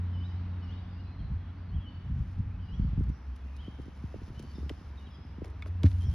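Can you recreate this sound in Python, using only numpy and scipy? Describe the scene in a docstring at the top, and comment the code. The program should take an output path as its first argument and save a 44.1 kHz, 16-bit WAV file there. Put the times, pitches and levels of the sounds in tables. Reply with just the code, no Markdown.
"""A park lawn. A child's small bike rolls nearer, grass crackling under its tyres; it drums and clacks
over a low hollow ramp, then lands on the turf with a thump and a rattle. Gusts buffet the microphone
and eddies pop on it. Two engines drone over the rumble and tyre wash of a far road. Birds whistle,
chirp and twitter, scattered by the branches and echoing among the trees."""
import sys
import numpy as np
from scipy import signal
from scipy.fft import rfft, irfft, next_fast_len
from scipy.io import wavfile
from scipy.ndimage import map_coordinates

SR = 44100
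rng = np.random.default_rng(int(sys.argv[2]) if len(sys.argv) > 2 else 0)


def persist_wave(psi):
    """Save psi, clipped to +-1, as 16-bit WAV."""
    counts = np.round(np.clip(psi, -1, 1) * 32767).astype(np.int16)
    wavfile.write(sys.argv[1], SR, np.atleast_2d(counts).T)


N = 270774
LAND_S = 5.8425  # touchdown


def landing(hold_s=0.045, thump_db=-11, cutoff_hz=470):
    """The front tyre squashes on the turf: a deep thump that holds while loaded, then lets go."""
    # low modes of the bike: (frequency [Hz], relative level [dB], t60 [s])
    frame_modes = [(195, -6.5, 0.079), (265, -7.5, .1)]
    out, t = np.zeros(N), np.arange(SR // 5) / SR
    shape = (1 - np.exp(-(t / 0.0017) ** 2)) * np.exp(-(t / hold_s) ** 3)
    tyre = sinking_tone(t, first_hz=226, last_hz=85.9, fall_s=0.0037)
    tyre *= 1 - 0.31 * np.exp(-t / 0.0074)
    frame = sum(amp(db - 60 * t / t60_s) * np.sin(2 * np.pi * hz * t) for hz, db, t60_s in frame_modes)
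    add(out, LAND_S, amp(thump_db) * shape * (tyre + frame))
    return filtered(out, lambda hz: 1 / (1 + (hz / cutoff_hz) ** 6))


def turf_crunch(length_s=0.022, level_db=-50):
    """The tyre crushes the turf at touchdown: one dense, short burst."""
    # crushed turf: (frequency [Hz], relative density [dB])
    spectrum = [(200, -15), (650, 2.5), (1500, -0.5), (3200, -6.5), (6000, -11.5), (8000, -27),
                (11000, -27), (16000, -40)]
    grains = rng.standard_normal((2, N)) * amp(3 * wobble(400))
    burst = swells([(LAND_S + 0.0034, length_s, level_db)], rise_s=0.003, fall_s=0.0099)
    return burst * spread(grains, spectrum)


def clacks(knock_lag_s=0.001457, rattle_gap_s=0.012):
    """Tyres and frame hit hard: ringing clacks over duller knocks. The frame rattles after touchdown."""
    # contacts: (time [s], clack peak [dB], clack pitch [Hz], ring level [dB], ring t60 [s],
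    # knock peak [dB], knock pitch [Hz])
    contacts = [(4.695, -34.5, 3100, -34.5, 0.011, -42, 1300), (5.4425, -52, 2620, -60.5, .01, -42, 605),
                (5.6236, -50, 2230, -37.5, 0.034, -44, 1220), (5.6584, -52, 1810, -56, 0.0077, -41, 560),
                (5.8335, -31, 3500, -36, 0.0094, -33, 620), (5.915, -47, 3450, -53, .01, -52, 1000)]
    out = np.zeros((2, N))
    for s, db, hz, ring_db, ring_t60_s, knock_db, knock_hz in contacts:
        add(out, s, blow(db, hz, t60_s=0.03))
        add(out, s, panel_ring(ring_db, hz, ring_t60_s))
        add(out, s + knock_lag_s, blow(knock_db, knock_hz, t60_s=0.03))
    for k in (1, 2):
        add(out, LAND_S + k * rattle_gap_s, blow(peak_db=-44, contact_hz=2310, t60_s=0.047))
    return out


def blow(peak_db, contact_hz, t60_s):
    """An impulse and a short rattle ring in the ramp, in stereo."""
    t = np.arange(SR // 12) / SR
    burst = rng.standard_normal((2, len(t))) * amp(-60 * t / t60_s)
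    burst[0, 0] += 11  # the impulse
    mid, side = filtered(burst, lambda hz: ramp_body(hz, contact_hz))
    side *= amp(-8.5)
    return amp(peak_db) * np.array([mid + side, mid - side]) / np.abs(mid).max()


def panel_ring(db, hz, t60_s):
    """Brief, hard ring of a struck plastic panel."""
    # panel modes: (pitch [ratio], relative level [dB], t60 [ratio])
    modes = [(.56, -14, 1.6), (1, -1, 0.88), (1.09, -7, .8), (1.58, -8, .8), (2.11, -19.5, .7)]
    t = np.arange(SR // 12) / SR
    return sum(amp(db + mode_db - 60 * t / (share * t60_s)) * np.sin(2 * np.pi * multiple * hz * t)
               for multiple, mode_db, share in modes)


def ramp_body(hz, contact_hz):
    """Response of the hollow ramp, driven most strongly round contact_hz."""
    # ramp modes: (frequency [Hz], bandwidth [Hz], relative level [dB])
    modes = [(283, 60, 10), (450, 104, 5.5), (604, 68, 6), (1200, 440, 1), (1500, 150, 4.5), (2100, 410, 4),
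             (3330, 600, 0.5), (5140, 920, -1), (11100, 3300, -4.5)]
    body = sum((-1) ** k * amp(db) * 1j * hz * width_hz / (mode_hz ** 2 - hz ** 2 + 1j * hz * width_hz)
               for k, (mode_hz, width_hz, db) in enumerate(modes))
    drive = 1j * hz * contact_hz / (contact_hz ** 2 - hz ** 2 + 1.3j * hz * contact_hz)
    return body * drive ** 2


def ramp_roll():
    """The tread drums on the hollow ramp while a wheel loads it."""
    # wheel loads: (time [s], length [s], level [dB])
    loads = [(5.445, 0.044, -53.5), (5.52, 0.04, -61), (5.665, 0.027, -60.5), (5.843, 0.017, -47.5),
             (6.03, 0.15, -63)]
    tread = rng.standard_normal(N) * amp(1.8 * wobble(120))
    drumming = unit(filtered(tread, lambda hz: ramp_body(hz, contact_hz=375)))
    return swells(loads, rise_s=0.015, fall_s=0.015) * drumming


def grass(run_out_db=-66, snap_rise_s=0.0016, snap_t60_s=0.045):
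    """Blades crackle under the tyres before and after touchdown; tufts of stems snap."""
    # blades farther off, and brighter close by: (frequency [Hz], relative density [dB])
    far_spectrum = [(300, -15), (1000, -3), (3500, 2), (5500, 5.5), (6800, -2), (8000, -18.5),
                    (10000, -2.5), (12500, -12.5), (14000, -22), (16000, -17)]
    near_spectrum = [(300, -13), (1000, -2), (3500, 2), (5500, 3), (6800, -1.5), (8000, -14), (9500, 0),
                     (12000, -8.5), (13500, -16.5), (16000, -15.5)]
    # tyres brushing the grass on the run-up: (time [s], level [dB])
    run_up_levels = [(0, -86.5), (1.9, -88.5), (2.22, -75), (2.55, -84.5), (3.7, -75), (4.6, -69),
                     (5.3, -80), (5.8, -79.5)]
    # snapping tufts: (time [s], level [dB])
    stems = [(2.325, -66), (2.385, -68), (2.882, -67), (2.995, -62.5), (3.037, -64), (3.09, -60.5),
             (3.357, -60.5), (3.5607, -57), (3.8136, -61.5), (4.393, -52), (4.424, -56), (5.443, -56.5),
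             (5.455, -63), (5.478, -67), (5.499, -62), (5.66, -62.5), (5.669, -61), (5.677, -60.5)]
    run_out = amp(run_out_db) * crackle(near_spectrum, grain_db=4.5)
    run_up = amp(curves(run_up_levels)[0]) * crackle(far_spectrum, grain_db=7.5)
    landed = np.arange(N) / SR >= LAND_S
    blades = np.where(landed, run_out, run_up) * amp(1.3 * wobble(25))
    force, t = np.zeros(N), np.arange(SR // 12) / SR
    for s, db in stems:
        add(force, s, amp(db - 60 * t / snap_t60_s) * (1 - np.exp(-t / snap_rise_s)))
    snaps = unit(crackle(near_spectrum, grain_db=2) * amp(4.5 * wobble(600)))
    return blades + force * snaps


def crackle(spectrum, grain_db):
    """Dense grains of uneven size, in stereo."""
    grains = rng.standard_normal((2, N)) * amp(grain_db * rng.exponential(size=N))
    return spread(np.clip(grains, -50, 50), spectrum)


def wind():
    """Light air and gusts buffet the microphone in lumps."""
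    # buffeting: (frequency [Hz], relative density [dB])
    spectrum = [(20, -12.5), (35, -3.5), (55, 7.5), (90, 3.5), (140, -2.5), (220, -12.5), (300, -26),
                (450, -49.5), (900, -75), (2000, -120)]
    # light air: (time [s], level [dB])
    breeze = [(0, -48), (1.6, -49.5), (2.7, -39), (3.2, -56), (4.4, -45.5), (5, -54.5), (6.14, -42.5)]
    # gusts on top: (time [s], length [s], level [dB])
    gusts = [(1.21, 0.042, -41), (1.32, 0.035, -36.5), (1.745, 0.042, -34), (2.11, .11, -34),
             (2.39, 0.088, -41), (2.815, 0.075, -30.5), (2.99, 0.11, -30.5), (6.08, 0.13, -36.5)]
    air = spread(rng.standard_normal((2, N)), spectrum)
    strength = amp(curves(breeze)[0]) + swells(gusts, rise_s=0.026, fall_s=0.012)
    return strength * unit(air * amp(2.9 * wobble(30)))


def eddies(t60_s=0.078, rough_db=3):
    """Each eddy pops and sinks into the bass, slightly detuned between the two microphone ports."""
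    # strongest eddies: (time [s], envelope peak [dB], nominal pitch [Hz])
    strong = [(1.205, -28, 172), (1.245, -30, 153), (1.316, -24.5, 161), (1.354, -28.5, 159),
              (1.745, -27, 185), (2.12, -27, 120), (2.16, -28, 140), (2.2, -26.5, 171), (2.392, -26.5, 111),
              (2.797, -16.5, 195), (2.848, -24, 193), (2.931, -25, 225), (2.977, -18.5, 305),
              (2.99, -27, 340), (2.996, -24, 239), (3.008, -24.5, 350), (3.099, -28.5, 284),
              (3.681, -32.5, 420), (3.789, -37, 485), (3.797, -35.5, 528), (3.862, -41, 370),
              (3.881, -37, 436), (4.039, -29, 335), (4.142, -33, 680), (4.149, -34, 174),
              (4.16, -38.5, 440), (4.218, -38, 405), (4.229, -34, 170), (4.302, -39, 404),
              (4.374, -33, 202), (4.398, -37.5, 480), (4.437, -40, 520), (4.448, -42, 444),
              (4.553, -38, 345), (4.583, -32.5, 427), (4.629, -35, 443), (4.661, -38.5, 410),
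              (4.702, -37.5, 702), (4.71, -31, 524), (5.185, -42, 352), (5.383, -36.5, 425),
              (5.419, -31.5, 560), (6.084, -22, 172)]
    pops = np.vstack([strong, flurry()])
    out, t = np.zeros((2, N)), np.arange(SR // 8) / SR
    for (s, db, hz), skew in zip(pops, rng.standard_normal(len(pops))):
        shape = (1 - np.exp(-(t * hz) ** 2)) * amp(-60 * t / t60_s)
        shape *= amp(rough_db * map_coordinates(rng.standard_normal(70), [t * hz / 2], mode="mirror"))
        port_hz = hz * np.exp(0.019 * skew * np.array([[1], [-1]]))
        tone = sinking_tone(t, first_hz=1.13 * port_hz, last_hz=62.5, fall_s=0.00563)
        add(out, s - 0.001, amp(db) * shape / shape.max() * tone)
    return out


def flurry(count=16, start_s=4.27, length_s=1.1, peak_db=-46, pitch_hz=391):
    """Weak eddies at loosely even times: (time [s], envelope peak [dB], nominal pitch [Hz])."""
    jitter, size, pitch = rng.uniform(-1, 1, (count, 3)).T
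    s = start_s + length_s * (np.arange(count) + jitter / 2) / count
    return np.column_stack([s, peak_db + 3 * size, pitch_hz * (1 + 0.15 * pitch)])


def cruising_engine(pitch_hz=89.4):
    """An engine at steady speed fades away and comes back."""
    # drone: (time [s], level [dB], second-order level [dB])
    levels = [(0, -33, -47.5), (.55, -37, -50.5), (1.5, -43.5, -59), (2.7, -40, -57), (3.2, -57.5, -70),
              (5.25, -53.5, -70), (5.6, -43, -62.5), (5.85, -29.5, -60.5), (6, -29.5, -56.5),
              (6.14, -37.5, -55.5)]
    db, octave_db = curves(levels)
    return engine(pitch_hz, db, second_db=octave_db - db, third_db=-30.5, waver_db=1.44, rough=0.11)


def climbing_engine(low_hz=48.57, high_hz=69, pull_mid_s=3.0, pull_tau_s=0.19):
    """An engine pulls from low to high speed, booming as it passes a resonance."""
    # drone before the boom is added: (time [s], level [dB])
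    levels = [(0, -65.5), (2.2, -53), (2.76, -47), (2.83, -34), (2.93, -46), (3.04, -37), (3.1, -40),
              (3.15, -50), (3.21, -54), (3.3, -41.5), (3.7, -40), (3.77, -51), (3.92, -46), (4.45, -48),
              (4.62, -41), (4.72, -42.5), (4.81, -50.5), (4.94, -41), (5.03, -54), (5.35, -49.5),
              (5.6, -46), (6.14, -31.5)]
    boom_hz, boom_width_hz, boom_db = 58, 6, 12
    pitch_hz = low_hz + (high_hz - low_hz) / (1 + np.exp((pull_mid_s - np.arange(N) / SR) / pull_tau_s))
    db = curves(levels)[0] + boom_db * np.exp(-((pitch_hz - boom_hz) / boom_width_hz) ** 2)
    return engine(pitch_hz, db, second_db=-30.5, third_db=-30, waver_db=1.9, rough=0.4)


def engine(pitch_hz, level_db, second_db, third_db, waver_db, rough):
    """Only the lowest firing orders carry this far, each wavering; roughness smears the first."""
    phase = 2 * np.pi * np.cumsum(pitch_hz * (1 + 0.0061 * wobble(8))) / SR
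    orders = sum(amp(db + waver_db * wobble(11)) * np.sin(k * phase)
                 for k, db in enumerate([0, second_db, third_db], 1))
    smear = wobble(17) * np.sin(phase) + wobble(34) * np.cos(phase)
    return amp(level_db) * unit(orders + rough * smear)


def traffic():
    """Rumble and tyre wash of the far road."""
    # rumble and wash: (frequency [Hz], relative density [dB])
    rumble_spectrum = [(20, -31), (40, -4.5), (70, 12.5), (110, 0), (180, -3.5), (260, -2.5), (330, -13.5),
                       (450, -33.5), (800, -71.5), (2000, -120)]
    wash_spectrum = [(150, -23.5), (350, 6.5), (600, 2.5), (900, 5), (1300, 2.5), (2000, -2.5), (3000, -9),
                     (4500, -16.5), (6000, -22), (7200, -44), (10000, -35.5), (16000, -49.5)]
    # traffic flow: (time [s], relative rumble level [dB], relative wash level [dB])
    levels = [(0.0, -49.5, -60), (1.66, -53, -62), (2.17, -54, -62.5), (5.42, -58.5, -62),
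              (6.1, -55, -62.5)]
    rumble_db, wash_db = curves(levels)
    rumble = amp(rumble_db + 6 + 0.59 * wobble(13)) * spread(rng.standard_normal((2, N)), rumble_spectrum)
    wash = amp(wash_db + 2.5 + 0.51 * wobble(3.8)) * spread(rng.standard_normal((2, N)), wash_spectrum)
    return rumble + wash


def near_bird():
    """One bird sings phrases of slurred notes, often ending in an upward flick."""
    # notes: (time [s], length [s], first pitch [Hz], middle [Hz], last [Hz], relative level [dB])
    slurs = [(0.13, 0.061, 3130, 2976, 3000, -59), (0.198, 0.039, 3020, 3006, 3200, -57),
             (0.228, 0.047, 3150, 3790, 3900, -59.5), (0.613, 0.048, 3030, 2950, 2890, -59),
             (0.678, 0.043, 2900, 2900, 3000, -58.5), (0.7, 0.036, 2950, 3230, 3750, -58.5),
             (1.71, 0.045, 2830, 3050, 3440, -67), (1.745, 0.06, 3330, 3080, 2580, -65.5),
             (1.794, .06, 3280, 3280, 3200, -65), (1.849, 0.064, 3020, 3005, 2920, -56.5),
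             (2.585, 0.03, 2800, 3100, 3300, -68), (2.61, 0.065, 3200, 2945, 2920, -65),
             (2.668, .09, 2920, 2940, 3480, -61), (3.579, 0.041, 2850, 3100, 3500, -60.5),
             (3.613, 0.073, 3380, 3020, 3450, -60), (4.343, 0.075, 2830, 3020, 3070, -62),
             (6, 0.061, 3300, 3130, 3470, -58), (6.105, 0.039, 3050, 3180, 3400, -62)]
    out = np.zeros(N)
    for s, length_s, first_hz, middle_hz, last_hz, db in slurs:
        bend = np.polyfit([0, 0.5, 1], [first_hz, middle_hz, last_hz], 2)
        track_hz = np.polyval(bend, np.linspace(0, 1, int(length_s * SR)))
        add(out, s, whistle(track_hz, db, hoarse=0.007))
    return out * amp(-0.5 + 1.3 * wobble(70))


def answering_birds():
    """Other birds answer with short, straight chirps."""
    # chirps: (time [s], length [s], pitch [Hz], pitch drop [ratio], relative level [dB])
    chirps = [(0.427, 0.033, 2800, -0.19, -67), (0.957, 0.059, 2790, -0.062, -68),
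              (1.037, .09, 2570, 0, -72), (1.186, 0.037, 3200, .1, -68), (1.683, 0.03, 4280, -.05, -70),
              (1.863, 0.11, 4470, 0, -73), (2.643, 0.085, 5000, -0.016, -80),
              (2.715, .06, 5670, .015, -79.5), (0.62, .04, 5300, -.12, -76),
              (0.677, 0.048, 6000, -0.041, -80), (0.737, .07, 3780, -0.018, -70),
              (2.5, .06, 2480, -0.11, -71), (4.533, .09, 3620, 0, -70.5), (3.5, 0.07, 2500, 0.0017, -70),
              (4.433, 0.11, 4530, 0.017, -71), (4.545, .04, 5120, 0.0058, -65),
              (4.97, 0.027, 3750, .03, -63.5), (4.999, .037, 2930, 0.039, -65),
              (5.044, 0.038, 3830, 0.052, -69), (5.061, 0.027, 3160, 0.15, -63.5),
              (5.097, 0.065, 3370, 0.053, -67), (5.103, .065, 5040, .035, -68),
              (5.222, 0.04, 5130, 0.02, -72), (5.265, 0.035, 4950, 0.03, -73),
              (6.03, 0.079, 5750, .07, -70), (6.037, .06, 5300, 0.048, -67)]
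    out = np.zeros(N)
    for s, length_s, hz, sink, db in chirps:
        add(out, s, whistle(glide(hz, length_s, sink), db, hoarse=0.005))
    return out * amp(2.5 * wobble(70))


def twitters(count=8):
    """Distant birds twitter: quick runs of tiny notes scattered round one pitch."""
    # bouts: (time [s], length [s], pitch [Hz], relative level [dB])
    bouts = [(0.126, .2, 4920, -73), (0.997, .25, 4160, -69)]
    out = np.zeros(N)
    for s, length_s, hz, db in bouts:
        for k, (pitch, slide) in enumerate(rng.standard_normal((count, 2))):
            track_hz = glide(hz * (1 + 0.031 * pitch), length_s=0.032, sink=0.071 * slide)
            add(out, s + length_s * k / count, whistle(track_hz, db, hoarse=0.006))
    return amp(-2.5) * out


def flock(count=60):
    """Farther birds chatter at random, busiest at first."""
    out = np.zeros(N)
    for when, pitch, slide, size in rng.random((count, 4)):
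        track_hz = glide(2500 * 2.3 ** pitch, length_s=0.027 + 0.05 * size, sink=0.4 * (slide - 0.5))
        add(out, when ** 1.6 * N / SR, whistle(track_hz, db=-71 + 3 * size - 7 * pitch, hoarse=0.014))
    return out


def whistle(track_hz, db, hoarse, attack_s=0.0096, release_s=0.0077, knots=24):
    """One note swells, holds and breaks off; higher notes waver more roughly."""
    t = np.arange(len(track_hz)) / SR
    waver = np.interp(t, np.linspace(0, t[-1], knots), rng.standard_normal(knots))
    hz = track_hz * (1 + hoarse * (track_hz.mean() / 3000) ** 2 * waver)
    shape = np.minimum(1, np.minimum(t / attack_s, (t[-1] - t) / release_s))
    return amp(db) * shape * np.sin(2 * np.pi * np.cumsum(hz) / SR)


def trees(x, decay):
    """Diffuse stereo return from the trees; decay: (frequency [Hz], t60 [s])."""
    hz, t, noise = signal.stft(rng.standard_normal((2, SR)), SR, nperseg=256)
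    tail = signal.istft(noise * amp(-60 * t / along(decay, hz)[:, None]), SR, nperseg=256)[1]
    return signal.fftconvolve(x[None], tail / np.linalg.norm(tail[0]), axes=1)[:, :N]


def spread(pair, spectrum):
    """Colour two unrelated signals into stereo of rms 1: bass alike, top treble apart."""
    # left-right likeness of open air: (frequency [Hz], coherence [0-1])
    coherence = [(100, 1), (180, 0.98), (260, 0.99), (480, 0.5), (950, 0.66), (1900, 0.84), (3800, 1),
                 (7500, 0)]

    def mid_side_gains(hz):
        angle = np.arccos(np.clip(along(coherence, hz), -1, 1)) / 2
        return amp(along(spectrum, hz)) * [np.cos(angle), np.sin(angle)]

    mid, side = filtered(pair, mid_side_gains)
    return unit(np.array([mid + side, mid - side]))


def glide(hz, length_s, sink):
    """Straight pitch track through hz, dropping by the share sink."""
    return hz * (1 + sink * np.linspace(0.5, -0.5, int(length_s * SR)))


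def sinking_tone(t, first_hz, last_hz, fall_s):
    """Sine whose pitch sinks to rest with time constant fall_s."""
    return np.sin(2 * np.pi * (last_hz * t + (first_hz - last_hz) * fall_s * (1 - np.exp(-t / fall_s))))


def swells(rows, rise_s, fall_s):
    """Gain of events that rise, hold and die away; rows: (time [s], length [s], level [dB])."""
    t = np.arange(N) / SR
    return sum(amp(db) * np.exp(-np.maximum(s - t, 0) / rise_s - np.maximum(t - s - length_s, 0) / fall_s)
               for s, length_s, db in rows)


def wobble(rate_hz):
    """Smooth random curve, rate_hz knots a second."""
    knots = rng.standard_normal(int(N * rate_hz / SR) + 4)
    return map_coordinates(knots, [np.arange(N) * rate_hz / SR])


def curves(rows):
    """One value per sample for each column after the time."""
    s, *columns = np.transpose(rows)
    return [np.interp(np.arange(N) / SR, s, column) for column in columns]


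def along(points, hz):
    """Interpolate (frequency [Hz], value) points on a log axis."""
    point_hz, values = np.transpose(points)
    return np.interp(np.log(hz + 1), np.log(point_hz + 1), values)


def filtered(x, response):
    """Apply a frequency response to x."""
    n = x.shape[-1]
    padded = next_fast_len(n + SR // 4)
    return irfft(rfft(x, padded) * response(np.fft.rfftfreq(padded, 1 / SR)), padded)[..., :n]


def add(track, start_s, sound):
    """Mix a sound into a track."""
    part = track[..., max(round(start_s * SR), 0):][..., :sound.shape[-1]]
    part += sound[..., :part.shape[-1]]


def amp(db):
    """Decibels to gain."""
    return 10 ** (np.asarray(db) / 20)


def unit(x):
    """Scale to rms 1."""
    return x / np.sqrt(np.mean(x ** 2) + 1e-20)


def scene():
    """Near bike and wind, far road and birds; birds and, faintly, clacks echo among the trees."""
    # early scatter in the branches, and echo of the trees: (frequency [Hz], t60 [s])
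    scatter_decay = [(200, .1), (3000, 0.19), (10000, .1)]
    echo_decay = [(200, 0.33), (3000, 1.15), (5000, 1.0), (10000, 0.2)]
    knocks, song, chirps, far_song = clacks(), near_bird(), answering_birds(), twitters()
    scatter = amp(-11) * trees(song + chirps + far_song, scatter_decay)
    birds = amp(-0.7) * song + amp(-0.5) * (chirps + far_song) + scatter
    bird_send = amp(-4.5) * song + amp(-5.5) * chirps + amp(1) * far_song + flock()
    echo = trees(bird_send + amp(-20) * knocks.mean(axis=0), echo_decay)
    road = traffic() + cruising_engine() + climbing_engine()
    air = wind() + eddies()
    bike = grass() + ramp_roll() + knocks + landing() + turf_crunch()
    return bike + air + road + birds + echo


def record(dry):
    """Sound reaches the left port a hair earlier; nothing above the band limit is kept."""
    top_hz, lead_s = 15800, np.array([[1], [-1]]) * 1e-5
    return filtered(dry, lambda hz: (hz < top_hz) * np.exp(2j * np.pi * hz * lead_s))


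dry = scene()
out = record(dry)
persist_wave(out)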